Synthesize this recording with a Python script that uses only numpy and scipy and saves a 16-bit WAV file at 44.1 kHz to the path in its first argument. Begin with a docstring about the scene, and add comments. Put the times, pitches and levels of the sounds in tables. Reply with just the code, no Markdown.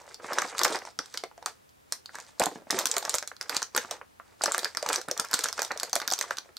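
"""A desk in a small furnished room: hands unwrap and crumple a foil wrapper close to a stereo microphone.
Creases snap with bright cracks (short noise bursts through resonances) and panels buckle with dull pops
(soft pushes ringing lower). Ringing grains of fine crackle and dull rustle follow each squeeze of the
fingers, at times over a low rumble; short blunt low pulses lie under some cracks. A notch and echoes stand
for the desk top, a near surface and the walls; shaped noise is the room's low bed and the recorder's hiss."""
import sys
import numpy as np
from scipy import signal
from scipy.fft import rfft, irfft
from scipy.io import wavfile
from scipy.ndimage import uniform_filter1d

SR = 44100
rng = np.random.default_rng(int(sys.argv[2]) if len(sys.argv) > 2 else 0)


def output_pcm(signal):
    """Save a mono or channel-first signal as 16-bit PCM at the path in sys.argv[1].

    Samples are clipped to [-1, 1] before scaling.
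    """
    pcm = np.clip(np.atleast_2d(signal).T, -1, 1) * 32767
    wavfile.write(sys.argv[1], SR, np.round(pcm).astype(np.int16))


N = 290178

# The clearest creases snapping:
# (time [s], burst level [dB], ring pitch [Hz], top edge over the ring [dB])
CREASE_SNAPS = [(0.1437, -24.5, 4600, -19), (0.3326, -19.5, 5400, -6), (0.3859, -11, 5230, -29),
                (0.4188, -17.5, 5400, -25), (0.5816, -14, 4870, -17), (0.592, -8, 4800, -25),
                (0.615, -15, 4100, -22), (0.634, -5.5, 5200, -9), (0.6469, -4.5, 5200, -9),
                (0.651, -6, 5100, -25), (0.68, -17, 4000, -21.5), (0.724, -25, 4970, -25),
                (0.757, -19.5, 4660, -15), (0.789, -25, 5200, -32.5), (0.8518, -31, 5440, -28),
                (0.904, -42, 4830, -27), (0.9895, -10, 4900, -42), (1.0587, -31, 4570, -57),
                (1.1408, -22.5, 5200, -13.5), (1.1742, -15, 3150, -26), (1.2376, -24.5, 3640, -29),
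                (1.3782, -37.5, 5700, -24), (1.4267, -35, 3970.0, -24), (1.4599, -10, 6300, -18),
                (1.692, -42, 5110, -9), (1.9232, -8.5, 6400, -29), (2.0586, -24.5, 3900, -26),
                (2.1539, -23, 6000, -18), (2.186, -30, 5900, -19), (2.201, -27, 5840, -22),
                (2.397, -7.5, 6850, -24), (2.424, -18, 4540, -10), (2.4376, -10, 5100, -29),
                (2.458, -10.5, 7100, -33), (2.7067, -4.5, 5150, -32), (2.712, -14.5, 6940, -21.5),
                (2.7894, -8, 6100, -2.5), (2.7963, -14.5, 5440, -16), (2.8143, -20.5, 3950, -24),
                (2.856, -5, 6500, -13), (2.8697, -12.5, 5670, -20), (2.9142, -7, 5900, -27),
                (2.9407, -20, 4590.0, -17), (2.9663, -9, 6240, -28), (2.9814, -10, 7000, -10),
                (3.0265, -23.5, 3650, -26), (3.051, -15, 5650, -14), (3.0945, -7.5, 7150, -36),
                (3.1413, -7.5, 5670, -24), (3.1466, -12, 6250, -24), (3.1526, -9.5, 7200, -20),
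                (3.1838, -10, 5550, -33), (3.2264, -21.5, 5000, -32), (3.2754, -17.5, 6160, -31),
                (3.3657, -33, 4370, -20), (3.4117, -18, 5200, -27), (3.4269, -26, 6000, -24),
                (3.4952, -12.5, 4530, -7), (3.548, -21, 5300, -23), (3.5664, -9, 4740, -26),
                (3.6191, -19.5, 4600, -31), (3.6281, -11.5, 5200, -30), (3.749, -16.5, 4700, -25),
                (3.764, -8, 7800, -6), (3.7767, -9, 5860, -26), (3.9106, -14.5, 5760, -11),
                (4.4192, -17.5, 4350, -36.5), (4.4371, -7, 6600, -28), (4.44, -15, 6000, -25),
                (4.4585, -8.5, 4660, -28), (4.52, -10, 7200, -15), (4.541, -20, 6500, -20),
                (4.5466, -17, 6400, -26), (4.58, -11, 7860, -9), (4.5917, -14.5, 4800, -14),
                (4.632, -26, 4500, -20), (4.6454, -9, 4360, -20), (4.7492, -25, 5970, -20),
                (4.771, -8, 5200, -29), (4.8267, -19, 5930.0, -23), (4.8631, -19.5, 5600, -26),
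                (4.889, -12.5, 5960, -9), (4.9298, -10, 7450, -13), (4.9593, -8, 5470, -24),
                (5.0145, -22.5, 5230, -27), (5.085, -23.5, 7740, -29), (5.1127, -12.5, 5630, -18),
                (5.1765, -17.5, 6040, -19), (5.198, -4, 6300, -30), (5.2487, -24, 5500, -10),
                (5.286, -33, 4970, -25), (5.3126, -20, 4770, -2), (5.3318, -16, 4900.0, -32),
                (5.339, -5.5, 4330, -7), (5.3428, -6, 6430, -32), (5.391, -12, 6260, -14),
                (5.408, -20, 4500, -25), (5.4385, -12, 5830, -18), (5.4417, -7.5, 6500, -33),
                (5.459, -17, 5200, -25), (5.4861, -15, 5200, -25), (5.5276, -16.5, 5230, -21),
                (5.5784, -22, 5730, -21), (5.5932, -13.5, 4770, -25), (5.6192, -9.5, 6200, -8.5),
                (5.6292, -19, 5540, -23), (5.6486, -17.5, 5200, -44), (5.7177, -20.5, 4830, -29),
                (5.775, -20, 5630, -16), (5.7991, -16.5, 5000, -35), (5.8324, -11, 6400, -25),
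                (5.896, -28.5, 5060, -19), (5.9306, -8, 5330, -9), (5.9548, -7.5, 7400, -33),
                (5.9636, -12.5, 5500, -29), (6.001, -18.5, 3930, -25), (6.017, -20, 4530, -18),
                (6.0771, -8, 4800, -7.5), (6.1025, -15, 4700, -10), (6.1135, -11.5, 4640, -30),
                (6.123, -10, 6500, -26), (6.1362, -6.5, 5700, -27), (6.1805, -23, 4920, -21),
                (6.1895, -13, 4900, -10), (6.2113, -10.5, 5900, -19), (6.2254, -20, 5370, -25),
                (6.3075, -21.5, 5740, -12), (6.3706, -21, 3200, -30), (6.3845, -16.5, 4150, -27),
                (6.5683, -21.5, 4070, -29)]
# The clearest panels buckling:
# (time [s], burst level [dB], ring pitch [Hz], low thud over the ring [dB])
PANEL_POPS = [(0.078, -36.5, 640, -30), (0.199, -37, 560, -30), (0.2443, -28.5, 1010, -6),
              (0.3218, -17.5, 1113, -17), (0.3844, -9.5, 1340, -34), (0.4206, -16.5, 1477, -17),
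              (0.5498, -27, 1140, -36), (0.5985, -21.5, 1216, -43), (0.6148, -15, 1070, -43),
              (0.6505, -7, 1590, -27), (0.702, -21, 370, -19), (0.7526, -19, 895, -17),
              (0.82, -35.5, 800, -16), (0.851, -31, 778, -33), (0.873, -32, 890, -34),
              (0.885, -36.5, 800, -37), (0.9917, -19, 1354, -16), (1.1449, -26, 1710, -46),
              (1.2372, -20, 584, -32), (1.314, -39, 900, -42), (1.379, -37.5, 674, -29),
              (1.4255, -36, 900, -35), (1.4621, -19.5, 1170, -52), (1.9233, -30, 1940, -29),
              (2.0929, -32.5, 1410, -42), (2.146, -37, 880, -30), (2.1552, -25, 1620, -41),
              (2.1855, -29, 1562, -25), (2.401, -16.5, 517, -6), (2.407, -16, 736, -20),
              (2.418, -13.5, 730, -6.5), (2.434, -22, 790, -23), (2.4666, -14.5, 735, -7.5),
              (2.515, -35, 800, -13), (2.5574, -28, 697, -6), (2.67, -39, 607, -2),
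              (2.7029, -18, 1870, -20), (2.7104, -19.5, 2020, -28), (2.728, -20.5, 722, -6),
              (2.744, -21.5, 324, -7.5), (2.772, -26, 480, -7), (2.786, -18, 1870, -22),
              (2.797, -28, 875, -19), (2.814, -39, 1100, -28), (2.8583, -25.5, 1560, -11.5),
              (2.867, -26, 1430, -35), (2.968, -20, 1350, -16), (3.0268, -32, 790, -29),
              (3.05, -30.5, 710, -23), (3.078, -25, 663, -36), (3.143, -17.5, 593, -22.5),
              (3.2262, -20.5, 1580, -38), (3.3158, -26.5, 1396, -35), (3.411, -24.5, 1850, -27),
              (3.4957, -18.5, 1350, -42), (3.5663, -28, 1296, -1.5), (3.6215, -21.5, 1327, -22),
              (3.748, -25, 1160.0, -5), (3.7625, -13.5, 1320, -37), (3.777, -15.5, 1550, -16.5),
              (3.8482, -27, 1216, -9.5), (3.9135, -24.5, 670, -20), (4.0137, -28, 1050, -34),
              (4.1989, -29.5, 1160, -30.5), (4.411, -20.5, 1360, -19), (4.4374, -17, 667, -45),
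              (4.4601, -14.5, 1500, -40), (4.4795, -17, 604, -45), (4.5139, -21, 1070, -44),
              (4.546, -15, 1313, -47), (4.5805, -20, 1480, -54), (4.6308, -27.5, 600, -43),
              (4.6556, -17.5, 1620, -48), (4.749, -26, 1740, -41), (4.7726, -20, 1500, -43),
              (4.828, -22.5, 607, -38), (4.8615, -19.5, 930, -14), (4.9018, -19.5, 1330, -42),
              (4.9313, -27, 1360, -48), (4.9409, -15.5, 1736, -26), (4.981, -25, 516, -37),
              (5.081, -32, 550, -9), (5.086, -23, 1360, -10), (5.1128, -23.5, 570, -44),
              (5.167, -30.5, 1400, -20), (5.191, -33, 1350, -30), (5.1955, -22, 1150, -9),
              (5.2462, -24.5, 1320, -33), (5.3312, -17, 1540, -42), (5.34, -17.5, 1250, -13.5),
              (5.391, -22, 1540, -44), (5.443, -23, 1340, -21), (5.457, -18, 1400, -33),
              (5.58, -28, 1330.0, -31), (5.591, -16, 1540, -46), (5.6195, -23.5, 770, -29),
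              (5.7065, -22, 1550, -47), (5.712, -21.5, 1540, -35), (5.719, -26, 950, -37),
              (5.7614, -30, 662, -34), (5.799, -30, 1880, -35), (5.81, -31, 1400, -35),
              (5.8316, -22.5, 700, -41), (5.9312, -25, 813, -47), (5.9619, -15, 647, -48),
              (6, -25, 1410, -40), (6.0169, -21.5, 1520, -42), (6.023, -29, 1400, -35),
              (6.0821, -21, 1600, -17), (6.1199, -20.5, 714, -40), (6.213, -15.5, 2030, -54),
              (6.2402, -27, 1073, -37), (6.309, -14, 1470, -60), (6.3821, -28, 1760, -32),
              (6.458, -43, 553, -40), (6.491, -42, 590, -40)]
# Each squeeze of the fingers:
# (start [s], hold [s], fine crackle level [dB], dull rustle level [dB])
FINGER_SQUEEZES = [(0.0, 0.13, -59.5, -55), (0.232, 0.1, -54, -48), (0.312, 0.18, -46.5, -39.5),
                   (0.542, 0.03, -56, -43.5), (0.617, 0.14, -42, -33.5), (0.86, 0.01, -50, -56),
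                   (1.01, 0.027, -55, -54.5), (1.119, 0.068, -53.5, -55.5), (1.38, 0.044, -81, -61),
                   (1.47, 0.014, -52, -48), (1.922, 0.023, -59, -60.5), (2.136, 0.15, -58, -58),
                   (2.415, 0.035, -46, -42), (2.523, 0.03, -59, -85), (2.725, 0.099, -44, -40),
                   (2.897, 0.15, -46, -44), (3.089, 0.077, -48.5, -46.5), (3.413, 0.028, -60, -51),
                   (3.523, 0.047, -37, -37), (3.763, 0.088, -51, -49.5), (3.925, 0.0059, -49, -42.5),
                   (4.257, 0.079, -70.5, -64.5), (4.427, 0.25, -48.5, -47), (4.809, 0.17, -55, -52),
                   (4.886, 0.06, -39.5, -38), (5.11, 0.24, -58, -50.5), (5.348, 0.14, -45, -44.5),
                   (5.577, 0.081, -47.5, -43), (5.736, 0.013, -59, -46.5), (5.81, 0.067, -53.5, -49),
                   (5.958, 0.16, -58, -54), (6.075, 0.25, -56.5, -50), (6.318, 0.18, -67.5, -62.5)]
BALANCE_DB = -1.64  # left over right: the foil lies a little to the right of the microphone


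def from_db(db):
    """Decibels to gain."""
    return 10 ** (np.asarray(db) / 20)


def rms_one(x):
    """Scale to rms 1."""
    return x / np.sqrt(np.mean(x ** 2) + 1e-20)


def peak_one(x):
    """Scale to peak 1."""
    return x / np.abs(x).max()


def at_hz(points, hz):
    """Read a table on a log-frequency axis."""
    p = np.array(points)
    return np.interp(np.log(np.maximum(hz, 1)), np.log(p[:, 0]), p[:, 1])


def colour(x, spectrum):
    """Filter a signal by the spectrum of a table."""
    bins_hz = np.arange(N // 2 + 1) * SR / N
    return irfft(rfft(x) * from_db(at_hz(spectrum, bins_hz)), N)


def butter(x, hz, kind):
    """Second-order Butterworth filter."""
    return signal.sosfilt(signal.butter(2, hz, kind, fs=SR, output="sos"), x)


def resonate(x, hz, width_hz):
    """Two-pole resonance with gain near 1 on top."""
    r = np.exp(-np.pi * width_hz / SR)
    zeros = np.array([1, 0, -1]) * (1 - r * r) / 2
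    poles = [1, -2 * r * np.cos(2 * np.pi * hz / SR), r * r]
    return signal.lfilter(zeros, poles, x)


def resonate_twice(x, hz, first_width_hz, second_width_hz):
    """Two resonances in series at one pitch."""
    return resonate(resonate(x, hz, first_width_hz), hz, second_width_hz)


def pan(x, left_over_right_db):
    """Spread a signal over both channels, or tilt a stereo one, by a level difference."""
    return x * from_db([[left_over_right_db / 2], [-left_over_right_db / 2]])


def add(out, s, burst, left_over_right_db):
    """Lay a burst into both channels at time s."""
    i = int(s * SR)
    n = min(burst.shape[-1], N - i)
    out[:, i:i + n] += pan(burst[..., :n], left_over_right_db)


def snaps():
    """A crease gives way in about a millisecond: a jagged burst rings over the body of the sheet.
    The sheet beams its treble unevenly, so each ear gets a little of its own."""
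    body_hz = 1400  # the sheet around a crease rings here
    out, t = np.zeros((2, N)), np.arange(400) / SR
    envelope = np.minimum(t / 0.00014, 1) * np.exp(-t / 0.00099)
    creases = small_snaps() + list(CREASE_SNAPS)
    jag = rng.standard_normal((len(creases), 2, len(t) + 1))
    for (s, level_db, hz, top_db), noise in zip(creases, jag):
        both, own = noise[:, 1:] * envelope
        tear = both + 0.3 * butter(own, 6000, "high") * [[1], [-1]]
        ring = resonate_twice(tear, hz, 1.23 * hz, 0.24 * hz)
        ring = ring + 0.71 * resonate(tear, 4030, 2400)
        ring = ring + 0.54 * resonate_twice(tear, body_hz, 900, 900)
        top_edge = peak_one(butter(tear, [9500, 14500], "band"))
        burst = peak_one(ring) + from_db(top_db) * top_edge
        # the first noise sample only scatters the position, by 1.8 dB
        add(out, s, from_db(level_db) * burst, BALANCE_DB + 1.8 * noise[0, 0])
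    return out


def small_snaps():
    """Lesser creases snap at random moments, their level following the squeeze they fall in."""
    count = 400
    over_crackle_db, spread_db = 14, 2.5
    pitch_hz, spread_octaves, top_edge_db = 5200, 0.2, -32
    s = rng.random(count) * (N - 1) / SR
    size, pitch = rng.standard_normal((2, count))
    crackle_db = 20 * np.log10(squeezing(s, FINGER_SQUEEZES)[0] + 1e-9)
    level_db = crackle_db + over_crackle_db + spread_db * np.minimum(size, 1.3)
    hz = np.clip(pitch_hz * 2 ** (spread_octaves * pitch), 2000, 12000)
    return [(*row, top_edge_db) for row in zip(s, level_db, hz)]


def pops():
    """A panel flips through: a soft push and fading shiver ring its pitch, its neighbours and a low thud."""
    shiver_cycles = 1.88  # the main shiver fades by a factor e in this many cycles
    out, t = np.zeros((2, N)), np.arange(2200) / SR
    jag = rng.standard_normal((len(PANEL_POPS), len(t)))
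    flip = np.minimum(t / 0.00005, 1) * np.exp(-t / 0.00013)
    for (s, level_db, hz, thud_db), noise in zip(PANEL_POPS, jag):
        shiver = 0.3 * np.exp(-t * hz / shiver_cycles) + 0.013 * np.exp(-t / 0.0069)
        # the panel flips towards the microphone or away from it
        push = butter(flip * np.sign(noise[0]) + shiver * noise, 2400, "low")
        ring = resonate_twice(push, hz, 0.24 * hz, 1.35 * hz)
        ring = ring + 0.33 * resonate(push, 1400, 1300)  # neighbouring panels
        thud = resonate(resonate(push, 130, 420), 110, 690)
        burst = peak_one(ring) + from_db(thud_db) * peak_one(thud)
        add(out, s, from_db(level_db) * burst, BALANCE_DB)
    return out


def handling():
    """Fine crackle follows the fingers and flares after the clear snaps, dull rustle after the pops."""
    # Spectrum of the fine crackle: (frequency [Hz], filter gain [dB])
    crackle_colour = [(1470, -3), (2500, 1.5), (5730, -0.5), (8570, 0), (14500, -37.5), (16500, -54.5)]
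    # Spectrum of the dull rustle: (frequency [Hz], filter gain [dB])
    rustle_colour = [(59, -74.5), (100, -39.5), (317, -14), (427, -2), (921, 1.5), (3000, 1), (3900, -48),
                     (6600, -120)]
    crackle_gain, rustle_gain = grip(FINGER_SQUEEZES)
    fine_folds = grains(2000, 1.7, 2520, 16000, sharpness=0.94)
    dull_folds = grains(1600, 3.0, 149.6, 2520, sharpness=3.06)
    crackle = rms_one(colour(fine_folds, crackle_colour))
    rustle = rms_one(panel_tilt(colour(dull_folds, rustle_colour)))
    crackle *= crackle_gain + settling(CREASE_SNAPS, flare_db=-20.0, fade_s=0.0049)
    rustle *= rustle_gain + settling(PANEL_POPS, flare_db=-14.5, fade_s=0.0062)
    return pan(crackle + rustle, BALANCE_DB)


def grains(per_s, spread_db, low_hz, high_hz, sharpness):
    """Random tiny folds of uneven size, each ringing briefly at one of twelve pitches."""
    sizes = from_db(spread_db * np.minimum(rng.exponential(1, N), 4)) * rng.choice([-1, 1], N)
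    struck = rng.random(N) < per_s / SR
    clicks = sizes * struck * clumps(28.0, spread_db=4.0) + 1e-18
    dealt = rng.integers(0, 12, N)
    out = 0
    for k, hz in enumerate(np.geomspace(low_hz, high_hz, num=12)):
        out = out + resonate(clicks * (dealt == k), hz, hz / sharpness) / np.sqrt(hz)
    return out


def clumps(rate_hz, spread_db):
    """Folds come in bunches: a gain that wanders at random."""
    steps_per_s = 100
    steps = rng.standard_normal(int(N / SR * steps_per_s) + 2)
    r = np.exp(-2 * np.pi * rate_hz / steps_per_s)
    wander = rms_one(signal.lfilter([1], [1, -r], steps))
    smooth = np.interp(np.arange(N) / SR * steps_per_s, np.arange(len(steps)), wander)
    return from_db(spread_db * smooth)


def settling(events, flare_db, fade_s):
    """After each blow the sheet goes on creeping for a moment: a gain that jumps and fades."""
    s, level_db = np.array(events)[:, 0], np.array(events)[:, 1]
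    kicks = np.zeros(N)
    np.add.at(kicks, (s * SR).astype(int), from_db(level_db + flare_db))
    return signal.lfilter([1], [1, -np.exp(-1 / (fade_s * SR))], kicks)


def panel_tilt(rustle):
    """The rustle takes the colour of the panel that buckled last: dull on wide ones, bright on narrow."""
    s, hz = np.array(PANEL_POPS)[:, 0], np.array(PANEL_POPS)[:, 2]
    last = np.clip(np.searchsorted(s, np.arange(N) / SR) - 1, 0, None)
    tilt_db = uniform_filter1d(2.4 * np.log2(hz[last] / 1100), size=200)
    dull = signal.sosfiltfilt(signal.butter(2, 950, fs=SR, output="sos"), rustle)
    return from_db(-tilt_db) * dull + from_db(tilt_db) * (rustle - dull)


def squeezing(t, rows):
    """Gains at times t, one per level column: every gesture sets in fast, holds and dies away."""
    grip_db_per_s, let_go_db_per_s = 586, 278
    out = 0
    for s, hold_s, *levels_db in rows:
        before_db = grip_db_per_s * (s - t)
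        after_db = let_go_db_per_s * (t - s - hold_s)
        loss_db = np.maximum(np.maximum(before_db, after_db), 0)
        out = out + from_db(np.array(levels_db)[:, None] - loss_db)
    return out


def grip(rows):
    """Gesture gains for every sample, worked out every 40 samples and joined by lines."""
    t = np.arange(0, N + 40, 40) / SR
    return [np.interp(np.arange(N) / SR, t, gain) for gain in squeezing(t, rows)]


def rumble():
    """The hand drags the whole wrapper: coarse low grains swell under it."""
    # Drags of the hand: (start [s], hold [s], level [dB])
    drags = [(0.294, 0.15, -48.5), (0.634, 0.11, -49), (2.5, 0.075, -49.5), (2.736, 0.092, -46)]
    coarse = rms_one(grains(260, 2.6, 250, 610, sharpness=1.4))
    return pan(grip(drags)[0] * coarse, BALANCE_DB)


def low_pulses():
    """One short blunt low pulse under a crack, alternately alike and opposed in the two channels."""
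    # Low pulses under some of the loud cracks: (time [s], peak level [dB])
    pulses = [(2.418, -42), (2.966, -46), (3.145, -44), (3.567, -56), (4.93, -50), (5.195, -46),
              (5.341, -47), (6.077, -44)]
    rise_s = 0.00125
    s, peak_db = np.transpose(pulses)
    right_sign = (-1) ** np.arange(len(s))
    kicks = np.zeros((2, N))
    kicks[:, (s * SR).astype(int)] = from_db(peak_db) * [np.ones(len(s)), right_sign]
    t = np.arange(2000) / SR / rise_s
    return signal.oaconvolve(kicks, [t * np.exp(1 - t)], axes=1)[:, :N]


def desk_dip(foil):
    """A reflection off the desk top partly cancels one band."""
    return foil - 0.56 * resonate(foil, 2690, 1320)


def near_echo(foil):
    """A small hard surface about a metre off throws the foil's treble back as one distinct echo."""
    delay_s, level_db, above_hz = .0057, -16, 6500
    bright = butter(foil, above_hz, "high")
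    return from_db(level_db) * np.pad(bright, [(0, 0), (round(delay_s * SR), 0)])[:, :N]


def room(foil):
    """The sounding spot wanders over the sheet about every 25 ms, so the echo pattern keeps changing."""
    places, stay = 6, 1100  # spots, each with its own path to the walls; samples per stay
    spot = np.repeat(rng.integers(0, places, N // stay + 1), stay)[:N]
    out = 0
    for k in range(places):
        part = foil * uniform_filter1d(1. * (spot == k), size=200)  # crossfade between spots
        out = out + signal.oaconvolve(part[None], reflections(), axes=1)[:, :N]
    return out


def reflections():
    """Dense echoes set in after about 2 ms and die band by band, partly unlike in the two ears."""
    # How long the walls ring: (frequency [Hz], time to fall by 60 dB [s])
    wall_t60 = [(200, 0.038), (1000, 0.14), (4000, 0.18), (10000, 0.17)]
    # Strength of the reflections: (frequency [Hz], relative level [dB])
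    wall_level = [(150, 8.5), (1000, -7.5), (2700, -6.5), (5000, -8), (9000, -13), (13000, -7.5)]
    # Stereo width of the reflections: (frequency [Hz], side over mid [ratio])
    wall_width = [(100, 0.81), (400, 0.29), (3000, 0.63), (9000, 0.87)]
    t, mid, side = np.arange(SR // 3) / SR, 0, 0
    edges = 100 * 2 ** np.arange(0, 7.6, .5)  # half-octave bands
    white = rng.standard_normal((2, 2, len(t)))
    for k, (low, high) in enumerate(zip(edges, edges[1:])):
        hz = np.sqrt(low * high)
        t60 = at_hz(wall_t60, hz)
        mid_band, side_band = butter(white[k % 2], [low, high], "band")
        # the root evens out the energy of long and short decays
        fade = from_db(at_hz(wall_level, hz) - 60 * t / t60) / np.sqrt(SR * t60 / 14)
        mid = mid + fade * mid_band
        side = side + fade * side_band * at_hz(wall_width, hz)
    onset = np.clip((t - .0015) / 0.00099, 0, 1)
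    return onset * np.array([mid + side, mid - side])


def hush():
    """Steady low noise of the room and hiss of the recorder: shaped noise with its own stereo width."""
    # Spectrum of the quiet floor: (frequency [Hz], filter gain [dB])
    floor_colour = [(25, -24), (50, -14), (80, -6.5), (165, -13.5), (2740, -22.5), (10300, -28),
                    (12700, -29), (16000, -23)]
    # Stereo width of the floor: (frequency [Hz], side over mid [dB])
    floor_side = [(60, -7.5), (240, 8), (950, 9), (3770, -3), (15000, -0.5)]
    mid_db = -63.5
    mid, side = rng.standard_normal((2, N))
    mid = colour(mid, floor_colour)
    side = colour(colour(side, floor_colour), floor_side)
    return from_db(mid_db) * np.array([mid + side, mid - side]) / np.std(mid)


def scene():
    """Foil, desk, walls, low pulses and the quiet floor; a small sheet radiates no deep bass."""
    foil = butter(snaps() + pops() + handling() + rumble(), 170, "high")
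    foil = desk_dip(foil)
    return foil + near_echo(foil) + room(foil.mean(axis=0)) + low_pulses() + hush()


def record(dry):
    """The top rolls off gently; loud peaks are rounded softly and unevenly, with a faint low tick
    under them; the extreme top is cut steeply."""
    softened = butter(dry, 14000, "low")
    rounded = .62 * np.tanh(softened / .62)
    uneven = rounded + 0.18 * rounded ** 2 * [[1], [-.4]]  # left and right lean opposite ways
    return signal.sosfilt(signal.cheby2(12, 70, 17000, fs=SR, output="sos"), uneven)


dry = scene()
out = record(dry)
output_pcm(out)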